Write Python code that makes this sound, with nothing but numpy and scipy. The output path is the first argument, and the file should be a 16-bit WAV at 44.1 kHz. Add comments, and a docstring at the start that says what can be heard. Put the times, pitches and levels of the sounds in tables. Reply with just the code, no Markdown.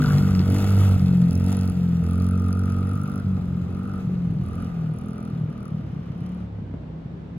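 """A child's small four-stroke dirt bike rides away along a gravel farm track, throttled in short bursts.
Sine orders of the firing rate make the drone; bent pipe tones honk, and filtered noise puffs tick and rasp.
Uneven firings ring the silencer in a burble, and separate putts and cracks stand out.
The tyres crunch in dense noise grains, sheds answer with delays and decaying noise tails,
and a soft outdoor rumble of shaped noise lies underneath."""
import sys
import numpy as np
from scipy import signal
from scipy.fft import rfft, irfft, next_fast_len
from scipy.io import wavfile
from scipy.ndimage import map_coordinates

SR = 44100
rng = np.random.default_rng(int(sys.argv[2]) if len(sys.argv) > 2 else 0)


def pcm_store(signal):
    """Save signal as 16-bit PCM."""
    levels = np.round(np.clip(np.atleast_2d(signal), -1, 1) * 32767)
    wavfile.write(sys.argv[1], SR, levels.astype(np.int16).T)


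N = 325451

# Engine speed. Each row: time in seconds, firings per second.
ENGINE_SPEED = [(0.0, 49.82), (0.14, 48.68), (0.44, 46.24), (0.6, 49.39), (0.92, 48.09), (1.01, 46.5),
                (1.29, 43.14), (1.52, 47.75), (1.7, 45.67), (2.03, 42.05), (2.2, 45.31), (2.82, 46.96),
                (3.0, 49.11), (3.19, 48.98), (3.47, 44.57), (3.66, 44.06), (3.89, 48.74), (4.05, 46.14),
                (4.2, 44.2), (4.42, 39.7), (4.58, 44.6), (4.7, 43.16), (4.9, 39.11), (5.1, 41.73),
                (5.3, 41.6), (5.48, 38.3), (5.67, 39.9), (5.9, 36.02), (6.14, 33.7), (6.27, 35.9),
                (6.42, 36), (6.62, 33.3), (6.84, 30.7), (7.1, 34.1), (7.38, 33.9)]
CRUISE_RATE = 43.14  # firings per s at which the honk gets no boost or cut for speed
# Twists of the throttle, and one swell of the pipe while coasting (opening 0).
# Each row: starts in seconds, ends in seconds, opening 0-1, then added levels:
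# drone in dB, honk in dB, tick in dB, and while coasting afterwards drone in dB, honk in dB.
ENGINE_BURSTS = [(-0.2, 0.135, 0.05, -7.5, 11.5, 6, -3, 6.5), (0.466, 0.968, 0.7, -1.5, 6.5, 14, 2.5, 0.5),
                 (1.301, 1.718, 0.93, 1.5, 2, 18.5, 1.5, -2), (2.027, 3.209, 0.8, 3.5, 8, 16, 2, -0.5),
                 (3.521, 3.674, 0, 5, 4, -14.5, 0, 2), (3.694, 4, 0.9, 5, 6.5, 12.5, 4.5, -3),
                 (4.424, 4.691, 1, 7.5, 7.5, 14.5, 3, 3), (4.932, 5.314, 0.95, 5.5, 5.5, 17, 1, 0.5),
                 (5.509, 5.699, 0.92, 0, 6.5, 13, 2, -3), (6.171, 6.42, 0.3, 1, 0, 8, 2, -2)]
OPEN_S, SHUT_S = .008, .012  # how fast the engine answers as a burst starts and ends (s)
SURGE_S, SURGE_DB = 0.12, -1  # upper orders, bark and tick give way after each start: fade time, amount
LULL_S, LULL_DB = .04, -5  # the note dips briefly as the throttle shuts
SWELL_S, SWELL_DB = .1, -5  # the honk builds up after each start
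# Unevenness of the note (0-1): coasting, under load, and what is added by the end of the ride.
ROUGH_COASTING, ROUGH_LOADED, ROUGH_FAR = .19, .04, .12
START_M, RIDE_M_PER_S = 3.81, 2.88  # the bike's first distance and its pace
HIDDEN_S, HIDING_S = 6.46, 0.017  # when and how fast it slips behind a shed (s)

# What the silencer lets out of the low orders, under load and coasting. Each row: frequency in Hz, level in dB.
NOTE_LOADED = [(70, -52.5), (82, -17.5), (92, -14.5), (125, -33), (165, -28.5), (185, -18), (210, -22.5),
               (230, -21.5), (250, -26.5), (300, -34)]
NOTE_COASTING = [(70, -33), (90, -20), (115, -25.5), (140, -21.5), (160, -10), (180, -14), (210, -27),
                 (240, -28.5), (290, -39.5)]
# Added level of the second order, the bass boom; of the third; of the fourth; of the fifth and sixth.
# Each row: time in seconds, level in dB.
BOOM = [(0, -1.5), (0.4, 1.5), (0.6, 0), (0.78, 8.5), (0.94, 9), (1.02, 4.5), (1.2, -9.5), (1.35, 1.5),
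        (2.95, 4), (3.06, -5.5), (3.19, 2), (3.27, 10.5), (3.7, -4), (5.3, -9), (5.9, 8), (6.7, 17),
        (7.38, 11)]
THIRD_ORDER = [(0, 3), (.5, 5.5), (1.2, 5), (2.3, 2), (2.9, 7), (3.9, 2), (4.3, 2), (5.0, 7), (5.4, 8),
               (5.85, 7.5), (6.3, -3), (6.62, 16), (6.85, -2), (7.38, -5.5)]
FOURTH_ORDER = [(0, 4), (.2, -0.5), (.4, 4), (.44, -6.5), (.7, -1), (1.3, 2.5), (3.1, 0), (3.3, 8),
                (3.5, -2), (4.1, 2.5), (4.35, 0.5), (4.8, 0.5), (5.4, 1.5), (5.8, 0), (6.3, -16),
                (7.38, -1.5)]
UPPER_ORDERS = [(0, 14.5), (.13, -4), (.3, 5.5), (.4, 5.5), (.44, -2), (.53, 7.5), (.7, -6), (.92, -2.5),
                (1.15, -4.5), (1.35, 3), (1.6, -1), (1.9, 0.5), (2.2, 1.5), (2.9, 1), (3.4, 1.5), (4.4, -3),
                (5.15, 1.5), (5.7, 4), (5.9, -9), (6.3, 7), (6.55, -3), (7.38, -1.5)]
# The shed wall beside the track. Each row: time in seconds, echo delay in ms, share of the direct sound 0-1.
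WALL_ECHO = [(0, 12.6, .55), (.35, 10.8, .45), (.75, 10.3, .6), (.92, 10.2, .35), (1.02, 10.2, 0)]
# The silencer's resonance. Each row: frequency in Hz, width in Hz, level in dB.
SILENCER_RING = [(157, 114, 0)]
# Hard firings, each a separate putt. Each row: time in seconds, level in dB.
PUTTS = [(4.079, -16), (4.306, -14.5), (4.353, -17), (4.401, -15.5), (5.338, -18.5), (5.391, -19.5),
         (5.417, -18), (5.443, -16.5), (5.723, -20), (5.749, -18), (5.775, -21.5), (5.937, -20),
         (5.969, -20), (5.996, -21.5), (6.107, -18.5), (6.143, -28), (6.221, -20), (6.624, -25),
         (7.061, -22), (7.371, -25.5)]
PUTT_HZ, PUTT_S = 145.5, 0.0065  # a putt's mean pitch and half its length

BLOW_JITTER = .009  # how far a blow strays under full load (share of a cycle); twice that when coasting
# Spectrum of the bark. Each row: frequency in Hz, relative level in dB per Hz.
BARK_SPECTRUM = [(200, -47.5), (280, -5), (330, 10), (390, 9), (470, 17), (530, 1), (590, 8.5), (680, 2.5),
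                 (780, -1.5), (900, -14.5), (1050, -34), (1800, -25.5), (3200, -16.5), (6000, -60.5)]
# Metal ring of the engine. Each row: frequency in Hz, width in Hz, level in dB.
CASING_RING = [(2570, 40, 2), (4660, 260, -12)]
# Pipe resonances that colour the rasp. Each row: frequency in Hz, width in Hz, level in dB.
PIPE_RESONANCES = [(1270, 320, -5), (1500, 150, -5.5), (2620, 65, -21.5)]
# The pipe cracks early in the ride. Each row: time in seconds, level in dB before the direct-to-echo balance.
PIPE_CRACKS = [(0.0255, -23), (0.046, -22), (0.087, -30.5), (0.107, -24), (0.127, -29)]
CRACK_HZ, CRACK_S = 1410, 0.0016  # a crack's mean pitch and half its length
# Spectra of the tick and the valve gear. Each row: frequency in Hz, relative level in dB per Hz.
TICK_SPECTRUM = [(1000, -49), (2500, -18), (3500, -12.5), (4700, -0.5), (6000, 0), (7500, -15), (9000, 0),
                 (10000, 5.5), (10800, 6.5), (11800, -17), (13500, -4.5), (15500, -8)]
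VALVE_SPECTRUM = [(1000, -33.5), (1900, -0.5), (2400, -4), (3200, -7.5), (4300, -2.5), (5200, -2.5),
                  (7000, -25), (12000, -24.5)]

# Spectrum of crunch and snaps. Each row: frequency in Hz, relative level in dB per Hz.
GRAVEL_SPECTRUM = [(200, -37), (450, -3), (750, 11.5), (1000, 2.5), (1600, 0.5), (2300, -1), (3400, -0.5),
                   (4200, -8), (4700, -5.5), (5800, -3.5), (7400, -8), (9800, -6.5), (12000, -5.5),
                   (15500, -13.5)]
# Patches of loose gravel. Each row: middle in seconds, added crunch in dB.
LOOSE_PATCHES = [(0.18, 2.5), (0.629, 9.5), (0.852, 7), (1.541, 6.5), (3.92, -0.5), (4.63, 6.5), (6.3, 4.5)]
LOOSE_S = 0.11  # half the time a patch takes to cross
# Stones that snap under a tyre. Each row: time in seconds, relative strength in dB.
STONE_SNAPS = [(0.6252, -32.5), (1.519, -31.5), (1.5277, -37.5)]

# Decay of the echo from sheds and trees. 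Each row: frequency in Hz, time to fall 60 dB in seconds.
YARD_DECAY = [(150, 0.13), (1300, 0.23), (4000, 0.061), (12000, 0.0034)]
# Phase by which the left microphone port leads. Each row: frequency in Hz, phase in radians.
PORT_LEAD = [(0, 0), (500, .1), (1400, .7), (3000, 1.1), (4400, 2.2), (5400, 3.1), (6200, 2.4), (7200, 0),
             (9000, -3.1), (9600, -3.7), (11000, -6), (11900, -6.5), (13000, -8.9), (14000, -9.7),
             (15600, -12.5)]
# Sideways balance of the direct sound. Each row: frequency in Hz, left minus right in dB.
SIDE_LEAN = [(90, -1.5), (170, 1.34), (500, 0.1), (1300, 3.5), (2500, 3.5), (5000, -1)]

# Spectrum of the open air. Each row: frequency in Hz, relative level in dB per Hz.
AIR_SPECTRUM = [(20, -44), (35, -13), (50, -5), (70, -3.5), (120, 1), (250, -4), (400, -14), (700, -20.5),
                (1200, -28), (2000, -35), (3500, -41), (6000, -53.5), (15000, -74.5)]
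# Mean level of the rumble. Each row: time in seconds, level in dB.
RUMBLE_LEVEL = [(0, -23.5), (3, -33.5), (5, -34), (6.2, -39.5), (7.38, -38)]
# How alike left and right are in the open air. Each row: frequency in Hz, likeness 0-1.
AIR_LIKENESS = [(60, 0.94), (250, 0.91), (500, 0.27), (1000, 0.023), (4000, 0.036)]
FAR_AIR_DB = -36.5  # the steady wash of the open air above the rumble
TOP_HZ = 15900  # band limit


def crank(rate):
    """Add up the firing rate into engine cycles, whole at each exhaust blow."""
    first_blow = .42  # in cycles
    return np.cumsum(rate) / SR - first_blow


def throttle():
    """Load (0-1), and the dB that each burst and the coasting after it add to drone, honk and tick."""
    load, drone_db, honk_db, tick_db = np.zeros((4, N))
    for starts, ends, opening, drones, honks, ticks, drones_after, honks_after in ENGINE_BURSTS:
        started, ended = step(starts, OPEN_S), step(ends, SHUT_S)
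        held = started * (1 - ended)
        load += opening * held
        tick_db += ticks * held
        # each burst replaces the level left by the one before
        drone_db = drone_db * (1 - started) + drones * held + drones_after * ended
        honk_db = honk_db * (1 - started) + honks * held + honks_after * ended
    return np.clip(load, 0, 1), drone_db, honk_db, tick_db


def drone(cycle, rate, load, burst_db):
    """Low exhaust orders as sines with their answer from the wall, and the burble of uneven firings."""
    rough = unevenness(load)
    reach_db = burst_db + lull() + away(doubling_db=8.5, hidden_db=5.0)

    def note(hz):
        return load * amp(along(NOTE_LOADED, hz)) + (1 - load) * amp(along(NOTE_COASTING, hz))

    boom_db, = curves(BOOM)
    third_db, = curves(THIRD_ORDER)
    fourth_db, = curves(FOURTH_ORDER)
    upper_db = curves(UPPER_ORDERS)[0] + surge()
    orders_db = [boom_db, third_db, fourth_db, upper_db, upper_db]
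    levels = [amp(reach_db + db) * note(order * rate) for order, db in enumerate(orders_db, 2)]
    wall_ms, wall_share = curves(WALL_ECHO)
    late_cycles = rate * wall_ms / 1000

    tone = amp(-27) * levels[0] * np.sin(2 * np.pi * cycle)  # the firing rate itself is weak
    for order, level in enumerate(levels, 2):
        # changing paths shift each order's phase, the more so far away, and its strength
        drift = rough * np.linspace(.3, 1, N) * (1.2 * wobble(3) + .35 * wobble(18))
        flutter_db = rough * (2.5 * wobble(22) + 5 * wobble(7))
        phase = 2 * np.pi * order * cycle + drift + np.pi / 4
        answer = wall_share * np.sin(phase - 2 * np.pi * order * late_cycles)
        tone += level * amp(flutter_db) * np.sqrt(2) * (np.sin(phase) + answer)

    # firings that are stronger or weaker than the mean ring the silencer between the orders
    surplus = pulses(cycle, offset=0, scatter_db=6) * rng.uniform(-1.96, 1, N)
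    ring = unit(filtered(surplus, lambda f: resonances(SILENCER_RING, f) ** 2))
    burble = amp(-2.5) * rough * np.linalg.norm(levels[1:], axis=0) * ring
    return with_putts(amp(-1) * tone), burble


def with_putts(note):
    """Each hard firing, a short low tone burst, takes the place of the ordinary note."""
    t = np.arange(N) / SR
    gap = np.min([np.abs(t - s) for s, _ in PUTTS], axis=0)
    room = 1 - np.exp(-(gap / (2 * PUTT_S)) ** 4)
    return note * room + blips(PUTTS, PUTT_HZ, PUTT_S)


def unevenness(load):
    """How far the note strays: steadiest under load, rougher when coasting or far off."""
    far = np.linspace(0, 1, N) ** 2
    return np.clip(ROUGH_COASTING * (1 - load) + ROUGH_LOADED * load + ROUGH_FAR * far, 0, 1)


def lull():
    """Dip in dB as each wide throttle opening ends, between driven and coasting firings."""
    wide_shuts = [shuts for _, shuts, opening, *_ in ENGINE_BURSTS if opening > .5]
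    return LULL_DB * sum(step(shuts, OPEN_S) - step(shuts + LULL_S, OPEN_S / 2) for shuts in wide_shuts)


def after_starts(lasts):
    """A curve that jumps up at the start of each burst and dies away."""
    t = np.arange(N) / SR
    return sum(step(starts, OPEN_S) * np.exp(-np.abs(t - starts) / lasts) for starts, *_ in ENGINE_BURSTS)


def surge():
    """Small level change in dB of upper orders, bark and tick just after each burst starts."""
    return SURGE_DB * after_starts(SURGE_S)


def swell():
    """The dB that the honk still lacks just after each burst starts."""
    return SWELL_DB * after_starts(SWELL_S)


def exhaust(cycle, rate, load, burst_honk_db, burst_tick_db):
    """Each cycle gives a sharp tick, then a honk from the pipe, then the bark of the outflow."""
    wall_boost_db = 4 * curves(WALL_ECHO)[1] * load
    bark_db = -38.5 + 5 * load + surge() + wall_boost_db + away(doubling_db=5.5, hidden_db=4.0)
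    speed_db = 0.47 * (rate - CRUISE_RATE)
    honk_db = -52.5 + burst_honk_db + swell() + speed_db + away(doubling_db=1.25, hidden_db=23.5)
    tick_db = -57.5 + burst_tick_db + 2 * surge() + away(doubling_db=9.0, hidden_db=13.0)

    blow = pulses(cycle + BLOW_JITTER * (2 - load) * wobble(45), offset=0, scatter_db=1.6)
    bark = coloured(unit(blow) + .08 * puffs(blow, life=.012), BARK_SPECTRUM)
    bark += 0.7 * (receding(bark, corner_hz=366) - bark)  # its upper orders partly fade with distance
    casing = unit(filtered(puffs(blow, life=0.049), lambda f: resonances(CASING_RING, f)))
    bark += amp(-19) * np.linspace(1, 0, N) * casing

    rasp_puffs = puffs(pulses(cycle, offset=.6, scatter_db=0), life=0.02)
    rasp = unit(filtered(rasp_puffs, lambda f: resonances(PIPE_RESONANCES, f)))
    # the pipe breaks into rasp early in the ride, and more when coasting or far off
    broken = np.clip(.14 + 1.6 * unevenness(load) + .45 * (1 - step(2.05, .15)), 0, .95)
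    pipe = np.sqrt(1 - broken ** 2) * honk(cycle, rate) + broken * rasp
    cracked_pipe = amp(honk_db) * pipe + blips(PIPE_CRACKS, CRACK_HZ, CRACK_S)

    spit = pulses(cycle + .025 * wobble(45), offset=.565, scatter_db=3)
    tick = puffs(spit, life=.0007) + .09 * puffs(spit, life=.008)
    ticking = amp(tick_db) * coloured(tick, TICK_SPECTRUM) + valves(cycle)
    return amp(bark_db) * bark, cracked_pipe, ticking


def honk(cycle, rate):
    """Once a cycle the gas flow blows a short pipe tone that swells, sags in pitch and dies; no two are alike."""
    stroke, share = np.divmod(cycle + .56, 1)
    size, slip, early, sharp, length = rng.standard_normal((N // 100, 5))[stroke.astype(int)].T
    t = share / rate  # seconds into the stroke
    age = np.maximum(t - .0006 - .0005 * early, 0) / (.00145 * np.exp(.12 * length))
    envelope = amp(1.1 * size) * age ** 4 * np.exp(-age)
    rest_hz = 1110 * (rate / rate.mean()) ** 0.33  # faster flow blows it sharper
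    sag_hz, settle_s = 470, .0064
    phase = 2 * np.pi * (rest_hz * t + sag_hz * settle_s * (1 - np.exp(-t / settle_s)))
    phase += .3 * slip + 2 * np.pi * 22 * sharp * (t - settle_s)  # each stroke's own phase and pitch
    return unit(envelope * (np.sin(phase) + amp(-22) * np.sin(2 * phase)))


def valves(cycle):
    """The valve gear clicks twice a cycle in tiny noise puffs that weaken with distance."""
    clicks = pulses(cycle, offset=.565, scatter_db=3) + .6 * pulses(cycle, offset=.11, scatter_db=3)
    level_db = -47 + away(doubling_db=11, hidden_db=10)
    return amp(level_db) * coloured(puffs(clicks, life=.0009), VALVE_SPECTRUM)


def tyres():
    """Dense noise grains of gravel under the wheels, and a few stones that snap aside."""
    t = np.arange(N) / SR
    loose_db = sum(db * np.exp(-((t - s) / LOOSE_S) ** 2) for s, db in LOOSE_PATCHES)
    crunch_db = -44 + loose_db + away(doubling_db=7.0, hidden_db=11.0)
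    struck = rng.random(N) < 900 / SR  # 900 grains a second on average
    grains = struck * amp(4.8 * rng.exponential(size=N).clip(0, 4))
    bed = puffs(grains, life=0.0033) + 0.76 * rng.standard_normal(N)
    crunch = receding(coloured(bed, GRAVEL_SPECTRUM), corner_hz=5970)
    snaps = np.zeros(N)
    for s, db in STONE_SNAPS:
        snaps[round(s * SR)] = amp(db)
    snap = coloured(puffs(snaps, life=.002), GRAVEL_SPECTRUM)
    snap *= amp(4) * snaps.max() / np.abs(snap).max()  # highest peak 4 dB over the strongest table row
    return amp(crunch_db + wobble(13)) * crunch + snap


def away(doubling_db, hidden_db):
    """Level change in dB: a loss for each doubling of the distance, and another behind the shed."""
    metres = START_M + RIDE_M_PER_S * np.arange(N) / SR
    return -doubling_db * np.log2(metres / START_M) - hidden_db * step(HIDDEN_S, HIDING_S)


def receding(x, corner_hz):
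    """The top of x fades as the bike rides away."""
    dull = filtered(x, lambda hz: 1 / (1 + (hz / corner_hz) ** 4))
    return x + np.linspace(0, 1, N) * (dull - x)


def yard(x):
    """Sheds and trees scatter the sound in noise tails, different for each side and stretch of track."""
    count = 8
    wet = np.zeros((2, N))
    for k in range(count):
        hz, t, z = signal.stft(rng.standard_normal((2, SR // 2)), SR, nperseg=256)
        decay = amp(-60 * t / along(YARD_DECAY, hz)[:, None])
        tail = signal.istft(z * decay, SR, nperseg=256)[1]
        stretch = np.sqrt(np.clip(1 - np.abs(np.linspace(0, count - 1, N) - k), 0, 1))
        wet += signal.oaconvolve((x * stretch)[None], tail / np.linalg.norm(tail[0]), axes=1)[:, :N]
    return wet


def open_air():
    """A soft outdoor rumble of wavering noise, alike on both sides in the bass, under a steady wash."""
    rumble_db, = curves(RUMBLE_LEVEL)
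    a, b = (coloured(rng.standard_normal(N), AIR_SPECTRUM) for _ in range(2))

    def turn(hz):
        return np.arccos(np.clip(along(AIR_LIKENESS, hz), -1, 1)) / 2

    mid = filtered(a, lambda hz: np.cos(turn(hz)))
    side = filtered(b, lambda hz: np.sin(turn(hz)))
    air = np.array([mid + side, mid - side])
    low = filtered(air, lambda hz: 1 / (1 + (hz / 230) ** 4))
    return amp(rumble_db + 1.3 * wobble(2.0)) * low + amp(FAR_AIR_DB) * (air - low)


def pulses(cycle, offset, scatter_db):
    """One pulse of random size in each engine cycle, at the given share of the cycle."""
    at = np.flatnonzero(np.diff(np.floor(cycle - offset)) > 0)
    train = np.zeros(N)
    train[at] = amp(scatter_db * rng.standard_normal(N // 100)[:len(at)])
    return train


def puffs(train, life):
    """Each pulse releases a puff of noise that decays with a time constant of life seconds; rms 1."""
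    envelope = signal.lfilter([1], [1, -np.exp(-1 / (life * SR))], train)
    return unit(envelope * rng.standard_normal(N))


def blips(rows, hz, half_s):
    """Short bell-shaped bursts of a tone at (s, dB), each a little different in pitch."""
    t = np.arange(N) / SR
    out = np.zeros(N)
    for (s, db), detune in zip(rows, rng.normal(0, .05, len(rows))):
        near = np.abs(t - s) < 4 * half_s
        u = t[near] - s
        bell = amp(db) * np.exp(-(u / half_s) ** 2)
        out[near] += bell * np.sin(2 * np.pi * hz * (1 + detune) * u + np.pi / 4)
    return out


def resonances(modes, f):
    """Complex response of (Hz, width, dB) resonances, alternating in sign."""
    return sum((-1) ** k * amp(db) * 1j * f * w / (c * c - f * f + 1j * f * w)
               for k, (c, w, db) in enumerate(modes))


def coloured(x, spectrum):
    """x through a causal (minimum-phase) filter with the given spectrum, at rms 1."""
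    size = 8192
    cepstrum = irfft(np.log(amp(along(spectrum, np.fft.rfftfreq(size, 1 / SR)))))
    cepstrum[1:size // 2] *= 2  # fold the cepstrum so that nothing sounds ahead of time
    cepstrum[size // 2 + 1:] = 0
    impulse = irfft(np.exp(rfft(cepstrum)))
    return unit(signal.fftconvolve(x, impulse)[:N])


def filtered(x, response):
    """x times a complex response of frequency."""
    m = next_fast_len(N + SR // 2)
    return irfft(rfft(x, m) * response(np.fft.rfftfreq(m, 1 / SR)), m)[..., :N]


def wobble(rate):
    """A smooth random curve, rate knots a second."""
    knots = rng.standard_normal(int(N * rate / SR) + 4)
    return map_coordinates(knots, [np.arange(N) * rate / SR])


def step(at, lasts):
    """A smooth rise from 0 to 1 around a moment, both in seconds."""
    return .5 + .5 * np.tanh((np.arange(N) / SR - at) / lasts)


def curves(rows):
    """One value per sample for each column after the time."""
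    s, *cols = np.transpose(rows)
    return [np.interp(np.arange(N) / SR, s, c) for c in cols]


def along(points, hz):
    """Read (Hz, value) points on a log frequency axis."""
    f, v = np.transpose(points)
    return np.interp(np.log(hz + 1), np.log(f + 1), v)


def unit(x):
    """Scale to rms 1."""
    return x / np.sqrt(np.mean(x ** 2) + 1e-20)


def amp(db):
    """Decibels to gain."""
    return 10 ** (np.asarray(db) / 20)


def scene():
    """The bike reaches two microphone ports; its echo grows as it rides away over the open air."""
    rate, = curves(ENGINE_SPEED)
    load, drone_db, honk_db, tick_db = throttle()
    cycle = crank(rate)
    tone, burble = drone(cycle, rate, load, drone_db)
    bark, pipe, tick = exhaust(cycle, rate, load, honk_db, tick_db)
    crunch = tyres()
    wet = np.linspace(.3, .75, N)
    direct = tone + burble + tick + np.sqrt(1 - wet ** 2) * (bark + pipe + crunch)

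    def lead(hz):
        return np.exp(.5j * np.outer([1, -1], np.interp(hz, *np.transpose(PORT_LEAD))))

    def lean(hz):
        return amp(np.outer([.5, -.5], along(SIDE_LEAN, hz)))

    engine = amp(-7) * bark + amp(-4) * pipe + amp(-12) * tick
    echo = yard(wet * (engine + crunch + amp(2) * burble))
    # long waves reach both ports alike
    echo += filtered(echo[::-1] - echo, lambda hz: .5 / (1 + (hz / 330) ** 4))
    return filtered(direct, lambda hz: lead(hz) * lean(hz)) + echo + open_air()


def record(dry):
    """Keep nothing at or above the band limit."""
    return filtered(dry, lambda hz: hz < TOP_HZ)


dry = scene()
out = record(dry)
pcm_store(out)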